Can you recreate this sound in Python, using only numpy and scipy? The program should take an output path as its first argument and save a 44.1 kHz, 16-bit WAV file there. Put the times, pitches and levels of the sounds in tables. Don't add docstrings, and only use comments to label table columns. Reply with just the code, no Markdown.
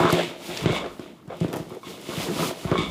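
import sys
import numpy as np
from scipy import signal
from scipy.io import wavfile

SR = 44100
rng = np.random.default_rng(int(sys.argv[2]) if len(sys.argv) > 2 else 0)


def to_wav(sig):
    pcm = np.clip(np.atleast_2d(sig), -1, 1) * 32767
    pcm = np.round(pcm).astype(np.int16)
    wavfile.write(sys.argv[1], SR, pcm.T)


N = 127890


def amp(db):
    return 10 ** (np.asarray(db) / 20)


def rms_one(x):
    return x / np.sqrt(np.mean(x ** 2) + 1e-20)


def level(rows, column=1):
    columns = np.transpose(rows)
    return amp(np.interp(np.arange(N) / SR, columns[0], columns[column]))


def band(x, low_hz, high_hz, order=2):
    return signal.sosfilt(signal.butter(order, [low_hz, high_hz], "band", fs=SR, output="sos"), x)


def steep(x, hz, kind):
    return signal.sosfilt(signal.butter(3, hz, kind, fs=SR, output="sos"), x)


def drift(rate_hz):
    step = 40
    pole = np.exp(-2 * np.pi * step * rate_hz / SR)
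    noise = rng.standard_normal(N // step + 2002)
    slow = signal.lfilter([1], [1, -2 * pole, pole * pole], noise)[2000:]
    return np.interp(np.arange(N) / step, np.arange(len(slow)), rms_one(slow))


def ring(x, hz, t60):
    r = amp(-60 / (t60 * SR))
    w = 2 * np.pi * hz / SR
    return signal.lfilter([0, np.sin(w)], [1, -2 * r * np.cos(w), r * r], x + 1e-18)


def grains(per_s, spread_db):
    size = amp(spread_db * np.minimum(rng.exponential(1, N), 5)) * rng.choice([-1, 1], N)
    return rms_one(size * (rng.random(N) < per_s / SR))


def coloured(pair, spectrum, patchy_db):
    table_hz, table_db = np.transpose(spectrum)
    edges = 30 * 2 ** np.arange(0, 9.3, .5)
    out = 0
    for k, (low, high) in enumerate(zip(edges, edges[1:])):
        mid = np.sqrt(low * high)
        if table_hz[0] < mid < table_hz[-1] * 1.1:
            db = np.interp(np.log(mid), np.log(table_hz), table_db)
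            out = out + band(pair[k % 2], low, high) * amp(db + patchy_db * drift(8.8))
    return rms_one(out)


def sliding(rows, spectrum, per_s, spread_db, smooth, modes, modes_gain, patchy_db):
    gain = level(rows)
    rub = np.array([grains(per_s, spread_db) + smooth * rng.standard_normal(N) for _ in range(2)])
    body = sum(amp(db) * ring(rub[0] * gain * modes_gain, hz, t60) for hz, db, t60 in modes)
    mode_power = sum(amp(db) ** 2 * t60 * SR / (4 * np.log(1000)) for hz, db, t60 in modes)
    body_rms = np.sqrt(mode_power * np.mean(rub ** 2))
    return gain * coloured(rub, spectrum, patchy_db) + body / body_rms


def add(out, s, x):
    i = max(int(s * SR), 0)
    out[i:i + len(x)] += x[:len(out) - i]


# [t/s, level/dB, gain of the part above the split/dB]
DRAG = [(0, -21, 7.5), (.04, -23.5, 3), (.08, -26, 0.5), (.2, -26.5, 1), (.26, -35.5, -2.5),
        (.38, -45.5, -1), (.5, -40, 3.5), (.6, -37, 1.5), (.73, -29.5, 0.5), (.88, -37.5, -2),
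        (.96, -48.5, 2.5), (1.05, -46, 1), (1.2, -62.5, 1.5), (1.27, -57.5, 1), (1.32, -38.5, 3.5),
        (1.39, -42.5, -4.5), (1.46, -35.5, 0.5), (1.515, -44, 5), (1.55, -34, 4.5), (1.61, -42.5, 5),
        (1.68, -47.5, -3), (1.74, -42, 2), (1.82, -51, -4), (1.87, -42.5, -3), (2.07, -45.5, 1.5),
        (2.14, -33.5, 1), (2.28, -27, -3), (2.35, -33.5, -2), (2.42, -30, 5.5), (2.5, -35, 6),
        (2.56, -44, 0), (2.64, -41, 0.5), (2.69, -32.5, 1), (2.8, -27.5, -1.5), (2.9, -35, -11)]
# [f/Hz, level/dB per Hz]
DRAG_COLOUR = [(53, -43), (90, -16), (166, -18), (263, 6), (285, -11), (353, 1), (397, -6), (520, -3),
               (698, -13.5), (1500, -13), (1950, -55), (3300, -120)]
# [f/Hz, level/dB, full t60/s]
COUNTER_MODES = [(126.5, -21, 0.36), (171.5, 2, 0.3), (213, -12, 0.059), (283.4, -9.5, 0.16),
                 (353.4, 2, 0.25), (417, -8, 0.39), (518.3, -9.5, 0.25), (661.6, -5.5, 0.12),
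                 (849, -9, 0.072)]
DRAG_SLIPS_PER_S, DRAG_IN_COUNTER_DB, DRAG_SPLIT_HZ = 500, -7.5, 389


def sole_drag():
    drag = sliding(DRAG, DRAG_COLOUR, DRAG_SLIPS_PER_S, 3.53, 0.53,
                   COUNTER_MODES, amp(DRAG_IN_COUNTER_DB), patchy_db=4.4)
    upper = level(DRAG, 2) * steep(drag, DRAG_SPLIT_HZ, "high")
    return steep(drag, DRAG_SPLIT_HZ, "low") + upper


# [t/s, level/dB]
SCRAPE = [(0, -33.5), (.1, -31.5), (.14, -30), (.23, -31), (.27, -36.5), (.39, -49.5), (.47, -42.5),
          (.55, -37), (.62, -38), (.68, -37), (.725, -35.5), (.76, -30.5), (.86, -49), (.98, -58.5),
          (1.03, -49), (1.27, -69), (1.33, -51), (1.39, -52.5), (1.43, -43), (1.52, -53.5), (1.55, -52),
          (1.6, -51), (1.65, -58.5), (1.75, -54), (1.82, -65), (1.86, -43.5), (1.9, -46), (2.01, -50.5),
          (2.09, -43), (2.22, -34), (2.3, -43.5), (2.41, -34.5), (2.49, -35), (2.54, -47), (2.62, -47),
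          (2.75, -42), (2.82, -32.5), (2.9, -46.5)]
# [f/Hz, level/dB per Hz]
SCRAPE_COLOUR = [(410, -33), (700, 12), (874, -5.5), (1140, -11), (1730, -3.5), (2080, 2), (2430, 0.5),
                 (3430, 2), (5240, -25), (7000, -8), (9100, -63), (15400, -120)]
# [t/s, level/dB]
SCRAPE_INTO_INSERT = [(0, -2), (.3, -17), (.6, -19), (.68, -2), (.9, 1), (1.0, -20), (1.3, -13),
                      (1.42, -19), (1.7, -6), (1.9, -8), (2.1, -12), (2.6, -28), (2.7, -3), (2.9, 0)]
# [f/Hz, level/dB, full t60/s]
INSERT_MODES = [(1085, 1, .35), (1195, -4, .35), (1250, -5, .25), (2245, 0, 1.0), (2290, -6, .5),
                (3370, -5, .45), (3450, -6, .5), (3520, -5, .7), (3630, -11, .3), (4340, -18, .2),
                (4780, -13, .1), (6840, -25, .25), (7050, -27, .2), (8250, -28, .3)]
SCRAPE_GRAINS_PER_S, HELD_T60_S = 2500, .05


def mesh_scrape():
    held = [(hz, db, HELD_T60_S) for hz, db, t60 in INSERT_MODES]
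    return sliding(SCRAPE, SCRAPE_COLOUR, SCRAPE_GRAINS_PER_S, 3.64, 0.74,
                   held, level(SCRAPE_INTO_INSERT), patchy_db=-0.1)


# [t/s, level/dB]
HISS = [(0, -39.5), (.08, -52), (.11, -39), (.15, -43), (.26, -47), (.36, -58), (.47, -41.5), (.53, -45),
        (.58, -43.5), (.64, -44.5), (.67, -59), (.75, -46.5), (.84, -60), (.92, -56.5), (1.02, -58.5),
        (1.22, -71), (1.44, -54), (1.51, -57.5), (1.58, -48.5), (1.66, -58), (1.71, -56), (1.81, -60),
        (1.9, -45.5), (1.99, -53), (2.12, -43), (2.24, -36), (2.3, -44), (2.43, -33), (2.49, -35),
        (2.54, -49), (2.63, -45), (2.75, -55), (2.82, -60), (2.9, -49)]
# [f/Hz, level/dB per Hz]
HISS_COLOUR = [(590, -29), (1000, 1), (1530, -15), (1850, -33), (3700, 0), (5230, -4.5), (8020, -7),
               (14600, -13.5), (15900, -25)]


def cloth_hiss():
    rub = rng.standard_normal((2, N)) + 0.72 * grains(2900, 4.3)
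    return level(HISS) * coloured(rub, HISS_COLOUR, patchy_db=-0.2)


# [t/s, level/dB]
BOOM = [(0.0, -41), (0.1, -67), (0.13, -64), (0.24, -73), (0.59, -59), (0.67, -39.5), (1.22, -74),
        (1.31, -61), (1.57, -73), (1.61, -52), (1.79, -78), (2.08, -64.5), (2.2, -47), (2.24, -52),
        (2.6, -66), (2.66, -39), (2.75, -46), (2.9, -40)]
BOOM_HZ, BOOM_T60_S = 62, .3


def counter_boom():
    return level(BOOM) * rms_one(ring(rng.standard_normal(N), BOOM_HZ, BOOM_T60_S))


# [f/Hz, level/dB per Hz]
FLOOR_COLOUR = [(24, -59), (40, -21), (123, 0), (289, 6), (344, -4.5), (1230, -27), (1670, -23),
                (3200, -42.5), (15900, -37.5)]
FLOOR_DB = -48.5


def noise_floor():
    return amp(FLOOR_DB) * coloured(rng.standard_normal((2, N)), FLOOR_COLOUR, patchy_db=1.8)


# [t/s, level/dB before the set level, push and upper modes/dB,
# share of the full ring time, softness as low-pass f/Hz]
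THUDS = [(.0035, -14, 9, 1, 1540), (0.045, -13, 8.5, 0.68, 600), (.128, -4, 1.5, 0.83, 960),
         (.278, -31, 9, 0.45, 710), (0.491, -32.5, 12.5, 0.64, 796), (0.619, -16, -10, 0.8, 600),
         (0.64, -3.5, -9, 0.1, 500), (0.6588, 1, -2.5, 0.2, 1180), (0.699, -3, -3, 0.15, 1220),
         (0.707, -12.5, -22, 0.25, 500), (.995, -33, 16.5, 0.35, 900), (1.278, -18, -14, 0.14, 400),
         (1.412, -3.5, -7.5, 0.53, 700), (1.447, -11, 4.5, 0.13, 830), (1.488, -26.5, 3.5, 0.7, 800),
         (1.538, -31, 20, 0, 910), (1.566, -27.5, 12, 0.22, 890), (1.6, -16, -2, 0.35, 600),
         (1.667, -25, -19, 0.3, 500), (1.717, -35, 13, 0.7, 620), (1.869, -32, 7.5, 0.6, 605),
         (2.089, -28.5, 12, 0.9, 710), (2.175, -8, -12, 0.2, 696), (2.202, -19, 5, 0, 900),
         (2.287, -24, 10, 1, 610), (2.366, -25.5, 11, 0.24, 810), (2.397, -23, 11, 0.8, 970),
         (2.409, -25.5, 10, 0.54, 800), (2.458, -20.5, 4, 0.36, 1100), (2.485, -27, 9, .3, 905),
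         (2.651, -4, -9.5, 0.14, 796), (2.716, -2, -2, 0.24, 1150), (2.787, -11, 1, 0.29, 680),
         (2.806, -15.5, 4.5, 0.1, 666)]
THUD_SET_DB, PUSH_DB, UPPER_FROM_HZ = -12.5, 6.5, 250


def thuds():
    out = np.zeros(N)
    click = signal.unit_impulse(SR // 2)
    for s, db, upper_db, share, soft_hz in THUDS:
        push = -steep(click + 1e-18, soft_hz, "low")
        damping = np.clip(share, .05, 1.5)
        body = sum(amp(mode_db + upper_db * (hz > UPPER_FROM_HZ)) * ring(push, hz, t60 * damping)
                   for hz, mode_db, t60 in COUNTER_MODES)
        direct = amp(PUSH_DB + upper_db) * push / -push.min()
        add(out, s, amp(db + THUD_SET_DB) * (body + direct))
    return out


# [t/s, level/dB before the set level, brightness/dB per octave,
# share of the full ring time]
CLACKS = [(.0044, -10, -9, .2), (.9946, -36, -8, .3), (2.200, -28, -9, .3), (2.2672, -26, -14, .3),
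          (2.6753, -24, -12, .4), (1.3054, -29, -4, .2), (1.705, -31, -10, .25), (1.7494, -42, -5, .2),
          (1.8317, -25, -9, .3), (2.7596, -18, -7, .3), (2.7796, -18, 3.5, 1.1)]
CONTACTS = [1, .35, .25, .15]
CLACK_SET_DB, CONTACT_S, SPLIT_SHARE = -18, .003, .02


def clacks():
    out = np.zeros(N)
    luck = rng.uniform(-1.1, 1, (len(CLACKS), len(INSERT_MODES), 2))
    for (s, db, tilt_db, share), chances in zip(CLACKS, luck):
        for (hz, mode_db, full_t60), (spacing, split) in zip(INSERT_MODES, chances):
            hit = np.zeros(SR // 2)
            gap = CONTACT_S * SR * (1 + spacing / 2)
            hit[(np.arange(len(CONTACTS)) * gap).astype(int)] = CONTACTS
            t60 = full_t60 * max(share, .05)
            twin = .5 * ring(hit, hz * (1 + SPLIT_SHARE * split), t60 / 2)
            bright_db = tilt_db * np.log2(hz / INSERT_MODES[0][0])
            add(out, s, amp(db + CLACK_SET_DB + mode_db + bright_db) * (ring(hit, hz, t60) + twin))
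    return out


# [t/s, starting level/dB before the set level,
# lowest f/Hz, highest f/Hz, t60/s]
TICKS = [(.029, -33, 1000, 4000, 0.017), (.103, -16, 2500, 8000, 0.023), (0.126, -3.5, 1980, 15700, 0.0047),
         (.129, -13.5, 1500, 8900, .02), (.573, -11, 2180, 5560, 0.022), (.659, -12, 905, 3700, 0.02),
         (.7216, -24, 1500, 6860, 0.033), (.755, -30, 7000, 12000, .015), (0.9953, -31, 1000, 4970, 0.025),
         (1.277, -42, 1500, 9000, .02), (1.3694, -39, 4000, 14000, 0.016),
         (1.4042, -25.5, 1500, 7400, 0.019), (1.482, -30, 1500, 6960, 0.024),
         (1.5296, -19.5, 600, 3100, 0.034), (1.529, -25.5, 5000, 15000, .02), (1.54, -22.5, 600, 3160, .03),
         (1.5375, -25, 5000, 15000, 0.013), (1.559, -31, 900, 3180, .03),
         (1.5605, -24.5, 5000, 14900, 0.019), (1.569, -25, 700, 2970, 0.012),
         (1.5675, -25, 5000, 15000, 0.022), (0.861, -20, 503, 2270, 0.031), (.843, -14, 400, 1500, .02),
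         (2.788, -28, 1500, 8700, 0.042), (1.696, -36, 4000, 14000, 0.016),
         (1.748, -36, 4000, 14200, 0.019), (2.014, -30, 4000, 13900, .015), (2.091, -27, 1000, 5960, .02),
         (2.396, -20, 1500, 4000, .02), (2.422, -26, 1500, 4950, 0.011), (2.651, -28, 790, 4030, 0.024),
         (2.7146, -18, 790, 3640, 0.017), (2.7575, -33, 1500, 6500, 0.013), (2.780, -33, 2000, 9000, 0.014)]
TICK_SET_DB = -11


def ticks():
    out = np.zeros(N)
    t = np.arange(SR // 10) / SR
    for s, db, low_hz, high_hz, t60 in TICKS:
        top_hz = np.clip(high_hz, low_hz * 1.3, 18000)
        noise = rms_one(band(rng.standard_normal(len(t)), low_hz, top_hz))
        add(out, s, amp(db + TICK_SET_DB - 60 * t / max(t60, .002)) * noise)
    return out


ROOM_T60_S, ROOM_DB, WALL_CUT_HZ, ROOM_LOW_HZ = .4, -14, 5100, 253


def room(x):
    out = np.zeros(N)
    dull = np.exp(-2 * np.pi * WALL_CUT_HZ / SR)
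    for k, lag in enumerate((np.geomspace(.011, .034, 10) * SR).astype(int)):
        loop = x.copy()
        gain = amp(-60 * lag / SR / ROOM_T60_S)
        state = [0.]
        for i in range(lag, N, lag):
            back, state = signal.lfilter([gain * (1 - dull)], [1, -dull], loop[i - lag:i], zi=state)
            loop[i:i + lag] += back[:N - i]
        out += (loop - x) * (-1) ** k
    return out


LOW_CUT_HZ = 85


def scene():
    layers = sole_drag() + mesh_scrape() + cloth_hiss() + noise_floor()
    hits = thuds() + clacks() + ticks()
    echoes = amp(ROOM_DB) * room(steep(hits, ROOM_LOW_HZ, "high"))
    near = layers + hits + echoes
    thinned = steep(steep(near, LOW_CUT_HZ, "high"), LOW_CUT_HZ, "high")
    return (thinned + counter_boom())[None]


CUTOFF_HZ = 16250


def record(dry):
    low = signal.sosfilt(signal.butter(2, 45, "high", fs=SR, output="sos"), dry)
    return signal.sosfilt(signal.cheby2(14, 70, CUTOFF_HZ, fs=SR, output="sos"), low)


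dry = scene()
out = record(dry)
to_wav(out)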